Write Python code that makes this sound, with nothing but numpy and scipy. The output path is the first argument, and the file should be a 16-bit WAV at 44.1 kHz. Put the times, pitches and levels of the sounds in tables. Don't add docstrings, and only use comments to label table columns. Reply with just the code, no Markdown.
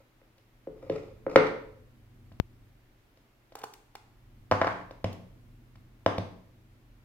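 import sys
import numpy as np
from scipy import signal
from scipy.fft import rfft, irfft
from scipy.io import wavfile
from scipy.ndimage import uniform_filter1d

SR = 44100
rng = np.random.default_rng(int(sys.argv[2]) if len(sys.argv) > 2 else 0)


def dump(signal):
    limited = np.clip(np.atleast_2d(signal).T, -1, 1)
    pcm = np.round(limited * 32767).astype(np.int16)
    wavfile.write(sys.argv[1], SR, pcm)


N = 310663

# frequency in Hz, relative density in dB per Hz.
GRIT = [(800, -11.5), (2000, 9.5), (4000, -4), (8000, -17), (16000, -28)]


def amp(db):
    return 10 ** (np.asarray(db) / 20)


def evened(x):
    return x / np.sqrt(np.mean(x ** 2) + 1e-20)


def peaked(x):
    return x / (abs(x).max() + 1e-20)


def read(points, hz):
    point_hz, value = np.transpose(points)
    return np.interp(np.log(hz + 1), np.log(point_hz + 1), value)


def add(mix, start_s, sound):
    part = mix[round(start_s * SR):][:len(sound)]
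    part += sound[:len(part)]


def coloured(x, spectrum):
    hz = np.fft.rfftfreq(x.shape[-1], 1 / SR)
    return irfft(rfft(x) * amp(read(spectrum, hz)), x.shape[-1])


def lid_sound():
    # start in seconds, peak in dB, brightness in dB per octave,
    # edge tick and desk thud in dB re peak (rms over the first 10 ms).
    knock_rows = [(0.215, -51, 7, -41, -41), (0.379, -59.5, -14.5, -9, -16), (0.671, -28, -10, -41, -33),
                  (0.832, -40.5, -3.5, -35, -26), (0.897, -17, -9, -30, -30), (0.95, -40.5, -1, -31, -26.5),
                  (1.265, -20, 1, -42.5, -37), (1.3585, 2, 7, -29.5, -43), (1.467, -21.5, 12, -24, -33.5)]
    # start in seconds, length in seconds, level at start in dB, level at end in dB.
    slide_rows = [(0.0, .06, -49.5, -98.5), (0.76, 0.16, -62, -48.5), (0.92, .09, -41, -46.5),
                  (1.02, .17, -52, -67), (1.295, .05, -44, -38.5)]
    # frequency in Hz, level in dB, t60 in seconds.
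    modes = [(161, -16.5, 0.13), (261, -12.5, 0.034), (346.3, -5.5, 0.053), (433, -11.5, 0.2),
             (526.3, 0.5, 0.071), (900, -3.5, .008), (1320, -5.5, .008), (1800, -11.5, 0.0052),
             (2148, -16.5, 0.0086)]
    # frequency in Hz, relative density in dB per Hz.
    grit = [(800, -14), (1290, 2), (1850, -6.5), (2330, 2.5), (3000, -11), (3800, -7.5), (4500, -13),
            (5000, -6), (5500, -16), (6100, -12.5), (9000, -25.5), (16000, -33.5)]
    return knocks(knock_rows, modes) + slides(slide_rows, modes, grit, grit_db=-14.5)


def tray_sound():
    # start in seconds, peak in dB, brightness in dB per octave,
    # edge tick and desk thud in dB re peak (rms over the first 10 ms).
    knock_rows = [(2.316, -48.5, 0, -19.5, -6), (3.172, -55, -13, -14, -38), (3.52, -44, -6, -21, -41),
                  (4.512, -10, -1.2, -24, -34), (4.52, -9, 3.7, -31.5, -22), (4.614, -10, 3.5, -29, -28),
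                  (4.62, -17, 11, -31, -35), (4.644, -16, 4, -28.5, -45), (4.669, -17.5, 0, -24.5, -23.5),
                  (4.676, -17.5, 10, -35, -32), (4.908, -33.5, -7, -23, -25),
                  (5.042, -17.5, -5.9, -23, -13.5), (5.127, -57.5, 14, 2, -4),
                  (5.755, -51.5, 11.5, -15.5, -5), (6.061, -7.5, -2.5, -26.5, -25.5),
                  (6.181, -19.5, -6, -22, -12.5)]
    # start in seconds, length in seconds, level at start in dB, level at end in dB.
    slide_rows = [(4.53, 0.065, -41, -58), (4.685, 0.14, -35, -58.5), (6.075, .06, -55, -40)]
    # frequency in Hz, level in dB, t60 in seconds.
    modes = [(291.4, -8.5, 0.03), (516, -4.5, 0.041), (661, -5.5, 0.039), (838, -2.5, 0.016),
             (1067, 0.5, 0.015), (1287, -4.5, 0.0061), (1704, 3.5, 0.0044), (2235, -22, 0.0096)]
    return knocks(knock_rows, modes) + slides(slide_rows, modes, GRIT, grit_db=-7.5)


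def slab_sound():
    # start in seconds, peak in dB, brightness in dB per octave,
    # edge tick and desk thud in dB re peak (rms over the first 10 ms).
    knock_rows = [(3.553, -30, -1.5, -41, -52), (3.615, -49, -1.7, -9, -50), (3.634, -41, -6, -9, -59),
                  (3.638, -23, 0.5, -52, -48.5), (3.952, -32.5, 0.3, -18.5, -65)]
    # start in seconds, length in seconds, level at start in dB, level at end in dB.
    slide_rows = [(3.56, 0.091, -52.5, -53.5), (3.655, .075, -69, -84), (3.737, 0.024, -62, -83),
                  (3.962, .09, -61, -87.5)]
    # frequency in Hz, level in dB, t60 in seconds.
    modes = [(430, 0, 0.034), (820, 6.5, 0.025), (1085, 8, 0.011), (1520, 4, 0.0074), (1900, -28.5, 0.018)]
    return knocks(knock_rows, modes) + slides(slide_rows, modes, GRIT, grit_db=-15.5) + film()


def knocks(rows, modes):
    # frequency in Hz, level in dB, t60 in seconds.
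    desk_modes = [(98, -1, 0.21), (180, -9, 0.42), (245, -3, 0.091)]
    # frequency in Hz, relative density in dB per Hz.
    tick_spectrum = [(700, -13), (1900, 0), (3200, -2), (5000, -7), (9000, -28), (16000, -33)]
    rise_ms, box_bass_hz = 1.3, 160
    out, t_s, first = np.zeros(N), np.arange(SR // 3) / SR, SR // 100
    swell = np.minimum(t_s * 1000 / rise_ms, 1) ** 2
    b, a = signal.butter(2, box_bass_hz, "high", fs=SR)
    for start_s, peak_db, bright_db, tick_db, desk_db in rows:
        body = peaked(signal.lfilter(b, a, swell * ring(modes, bright_db, spread_db=.7)))

        hz, db = np.transpose(tick_spectrum)
        db = db + 0.34 * (tick_db + 26.5) * np.log2(hz / 2000)
        burst = scattered(np.transpose([hz, db]), 0.63, 9.1, count=50)
        tick = burst[:first] * swell[:first]

        thud = ring(desk_modes) * np.minimum(t_s / .003, 1)
        add(out, start_s, amp(peak_db) * body)
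        add(out, start_s, amp(peak_db + tick_db) * evened(tick))
        add(out, start_s, amp(peak_db + desk_db) * thud / np.std(thud[:first]))
    return out


def slides(rows, modes, grit, grit_db):
    clumps = evened(uniform_filter1d(rng.standard_normal(N), 250))
    slip_db = 3. * rng.standard_normal(N) + 4. * clumps
    slips = rng.standard_normal(N) * amp(slip_db)
    ringing = evened(signal.oaconvolve(slips, ring(modes))[:N])
    direct_grit = amp(grit_db) * evened(coloured(slips, grit))
    level = np.zeros(N)
    for start_s, length_s, from_db, to_db in rows:
        add(level, start_s, amp(np.linspace(from_db, to_db, round(length_s * SR))))
    return (ringing + direct_grit) * uniform_filter1d(level, 300)


def ring(modes, bright_db=0., spread_db=0.):
    body_hz = 444
    t_s = np.arange(SR // 3) / SR
    hz, db, t60_s = np.transpose(modes)[:, :, None]
    tilt_db = bright_db * np.log2(np.maximum(hz, body_hz) / 600)
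    db = db + tilt_db + spread_db * rng.standard_normal(db.shape)
    sign = (-1.) ** np.arange(len(hz))[:, None]
    sines = sign * amp(db - 60 * t_s / t60_s) * np.sin(2 * np.pi * hz * t_s)
    return sines.sum(0)


def scattered(spectrum, from_ms, to_ms, count):
    hz = np.fft.rfftfreq(2048, 1 / SR)
    band_hz = np.linspace(0, SR / 2, count)
    place = np.interp(hz, band_hz, rng.random(count)) ** 2
    late_s = (from_ms + (to_ms - from_ms) * place) / 1000
    cycles = np.cumsum(late_s) * hz[1]
    return irfft(amp(read(spectrum, hz)) * np.exp(-2j * np.pi * cycles))


def film():
    # start in seconds, peak in dB, length in ms.
    crackles = [(3.5531, -35.5, 6.5), (3.5873, -41.5, 13), (3.6379, -34.5, 10), (3.7362, -35.5, 7.3),
                (3.9525, -39.5, 6.5)]
    # frequency in Hz, relative density in dB per Hz.
    spectrum = [(1180, -28), (2000, 6), (6880, 6), (7570, 5), (10000, -1), (16000, 1)]
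    out = np.zeros(N)
    for start_s, peak_db, length_ms in crackles:
        snaps = scattered(spectrum, 0.87, length_ms, count=120)[:1500]
        add(out, start_s, amp(peak_db) * peaked(snaps))
    return out


def pop():
    start_s, step_db, rolloff_hz, damping = 2.4, -5.5, 91, 0.56
    stage_gap_s, lead_s = 57e-6, 64 / SR
    hz = np.fft.rfftfreq(4096, 1 / SR)
    two_stages = (1 + np.exp(-2j * np.pi * hz * stage_gap_s)) / 2
    smoothing = np.exp(-2j * np.pi * hz * lead_s - (hz / 19000) ** 2)
    step = np.cumsum(irfft(two_stages * smoothing))
    w = 2 * np.pi * rolloff_hz
    b, a = signal.bilinear([1, 0, 0], [1, 2 * damping * w, w * w], SR)
    left = np.zeros(N)
    add(left, start_s - lead_s, amp(step_db) * signal.lfilter(b, a, step))
    return left * np.array([[1], [0]])


def direct(near):
    # left delay in ms, right delay in ms, left gain in dB, right gain in dB.
    paths = [(0, 0.078, 0.84, 0.5), (.55, 0.45, -18, -13.5), (1.7, 1.4, -12.5, -10.5),
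             (3.1, 3.8, -11.5, -12)]
    t_s, out = np.arange(N) / SR, np.zeros((2, N))
    for left_ms, right_ms, left_db, right_db in paths:
        out[0] += amp(left_db) * np.interp(t_s - left_ms / 1000, t_s, near)
        out[1] += amp(right_db) * np.interp(t_s - right_ms / 1000, t_s, near)
    return out


def room(x):
    # frequency in Hz, t60 in seconds.
    decay = [(100, 0.59), (500, 0.59), (2000, 0.51), (5000, 0.51), (12000, 0.5)]
    # frequency in Hz, gain in dB.
    colour = [(60, -10), (200, -0.5), (700, -4), (2000, 0), (5000, -3.7), (9000, 0), (14000, -6.5)]
    taps = np.zeros((2, SR))
    at = np.arange(200, SR - 16, 16) + rng.integers(0, 16, (2, (SR - 201) // 16))
    np.put_along_axis(taps, at, rng.choice([-1., 1.], at.shape), 1)
    hz, t_s, bands = signal.stft(paired(taps), SR, nperseg=256)
    bands = bands * amp(-60 * t_s / read(decay, hz)[:, None])
    tail = signal.istft(bands, SR, nperseg=256)[1][:, :SR]
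    tail *= np.clip((np.arange(SR) / SR - .004) / 0.0069, 0, 1)
    tail = tail / np.linalg.norm(tail[0])
    return signal.fftconvolve(coloured(x, colour)[None], tail, axes=1)[:, :N]


def paired(x):
    # frequency in Hz, left-right likeness (0 to 1).
    likeness = [(60, 0.95), (130, .93), (290, 0.76), (640, 0.61), (1400, 0.012), (15000, 0.0051)]
    same = np.clip(read(likeness, np.fft.rfftfreq(x.shape[1], 1 / SR)), 0, 1)
    mid, side = rfft(x)
    mid, side = mid * np.sqrt((1 + same) / 2), side * np.sqrt((1 - same) / 2)
    return irfft(np.array([mid + side, mid - side]), x.shape[1])


def background():
    # time in seconds, level in dB.
    rumble_level = [(0.0, -80.5), (0.62, -67.5), (0.842, -57), (1.61, -57), (2.0, -59), (2.31, -55.5),
                    (2.601, -58.5), (3.0, -70), (3.41, -78), (3.841, -73), (4.37, -57), (5.102, -57.5),
                    (5.451, -55.5), (6.212, -62), (6.55, -60.5), (7.04, -62)]
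    # frequency in Hz, relative density in dB per Hz.
    deep_spectrum = [(20, -8), (31, -5), (38, 8), (46, 4), (65, -14), (78, -8.5), (97, 5.5), (110, -13.5),
                     (150, -56)]
    upper_spectrum = [(110, -28.5), (145, -2.5), (200, -2.5), (242, 4.5), (270, -4.5), (315, -3),
                      (450, -15.5), (900, -38.5)]
    hiss_spectrum = [(15, -26), (25, 3.5), (64, -14), (123, -7.5), (166, -18.5), (317, -11.5), (503, -20.5),
                     (560, -18), (887, -21), (2110, -23.5), (8830, -39.5), (14800, -34.5), (16000, -42.5)]
    hiss_db, hum_hz, waver_hz = -65, 120, 2.1
    ref_db, upper_db, upper_follows, hum_db, hum_follows = -58, -65.5, .8, -60.5, .8

    hiss, deep, upper = (paired(rng.standard_normal((2, N))) for _ in range(3))
    hiss = amp(hiss_db) * evened(coloured(hiss, hiss_spectrum))
    deep_db = np.interp(np.arange(N) / SR, *np.transpose(rumble_level))
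    swing_db = deep_db - ref_db
    deep = amp(deep_db) * evened(coloured(deep, deep_spectrum))
    upper = amp(upper_db + upper_follows * swing_db) * evened(coloured(upper, upper_spectrum))

    waver = evened(uniform_filter1d(uniform_filter1d(rng.standard_normal(N), 3000), 3000))
    hum = np.sqrt(2) * np.sin(2 * np.pi * np.cumsum(hum_hz + waver_hz * waver) / SR)
    hum *= amp(hum_db + hum_follows * swing_db)
    return hiss + deep + upper + hum


def scene():
    tray_room_db, slab_room_db = -1, -4.5
    lid, tray, slab = lid_sound(), tray_sound(), slab_sound()
    near = lid + tray + slab
    far = lid + amp(tray_room_db) * tray + amp(slab_room_db) * slab
    return direct(near) + room(far) + pop() + background()


def record(dry):
    edge_hz = 16000
    low_pass = signal.firwin(511, edge_hz, window=("kaiser", 9), fs=SR)[None]
    return signal.oaconvolve(np.clip(dry, -1, 1), low_pass, "same")


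dry = scene()
out = record(dry)
dump(out)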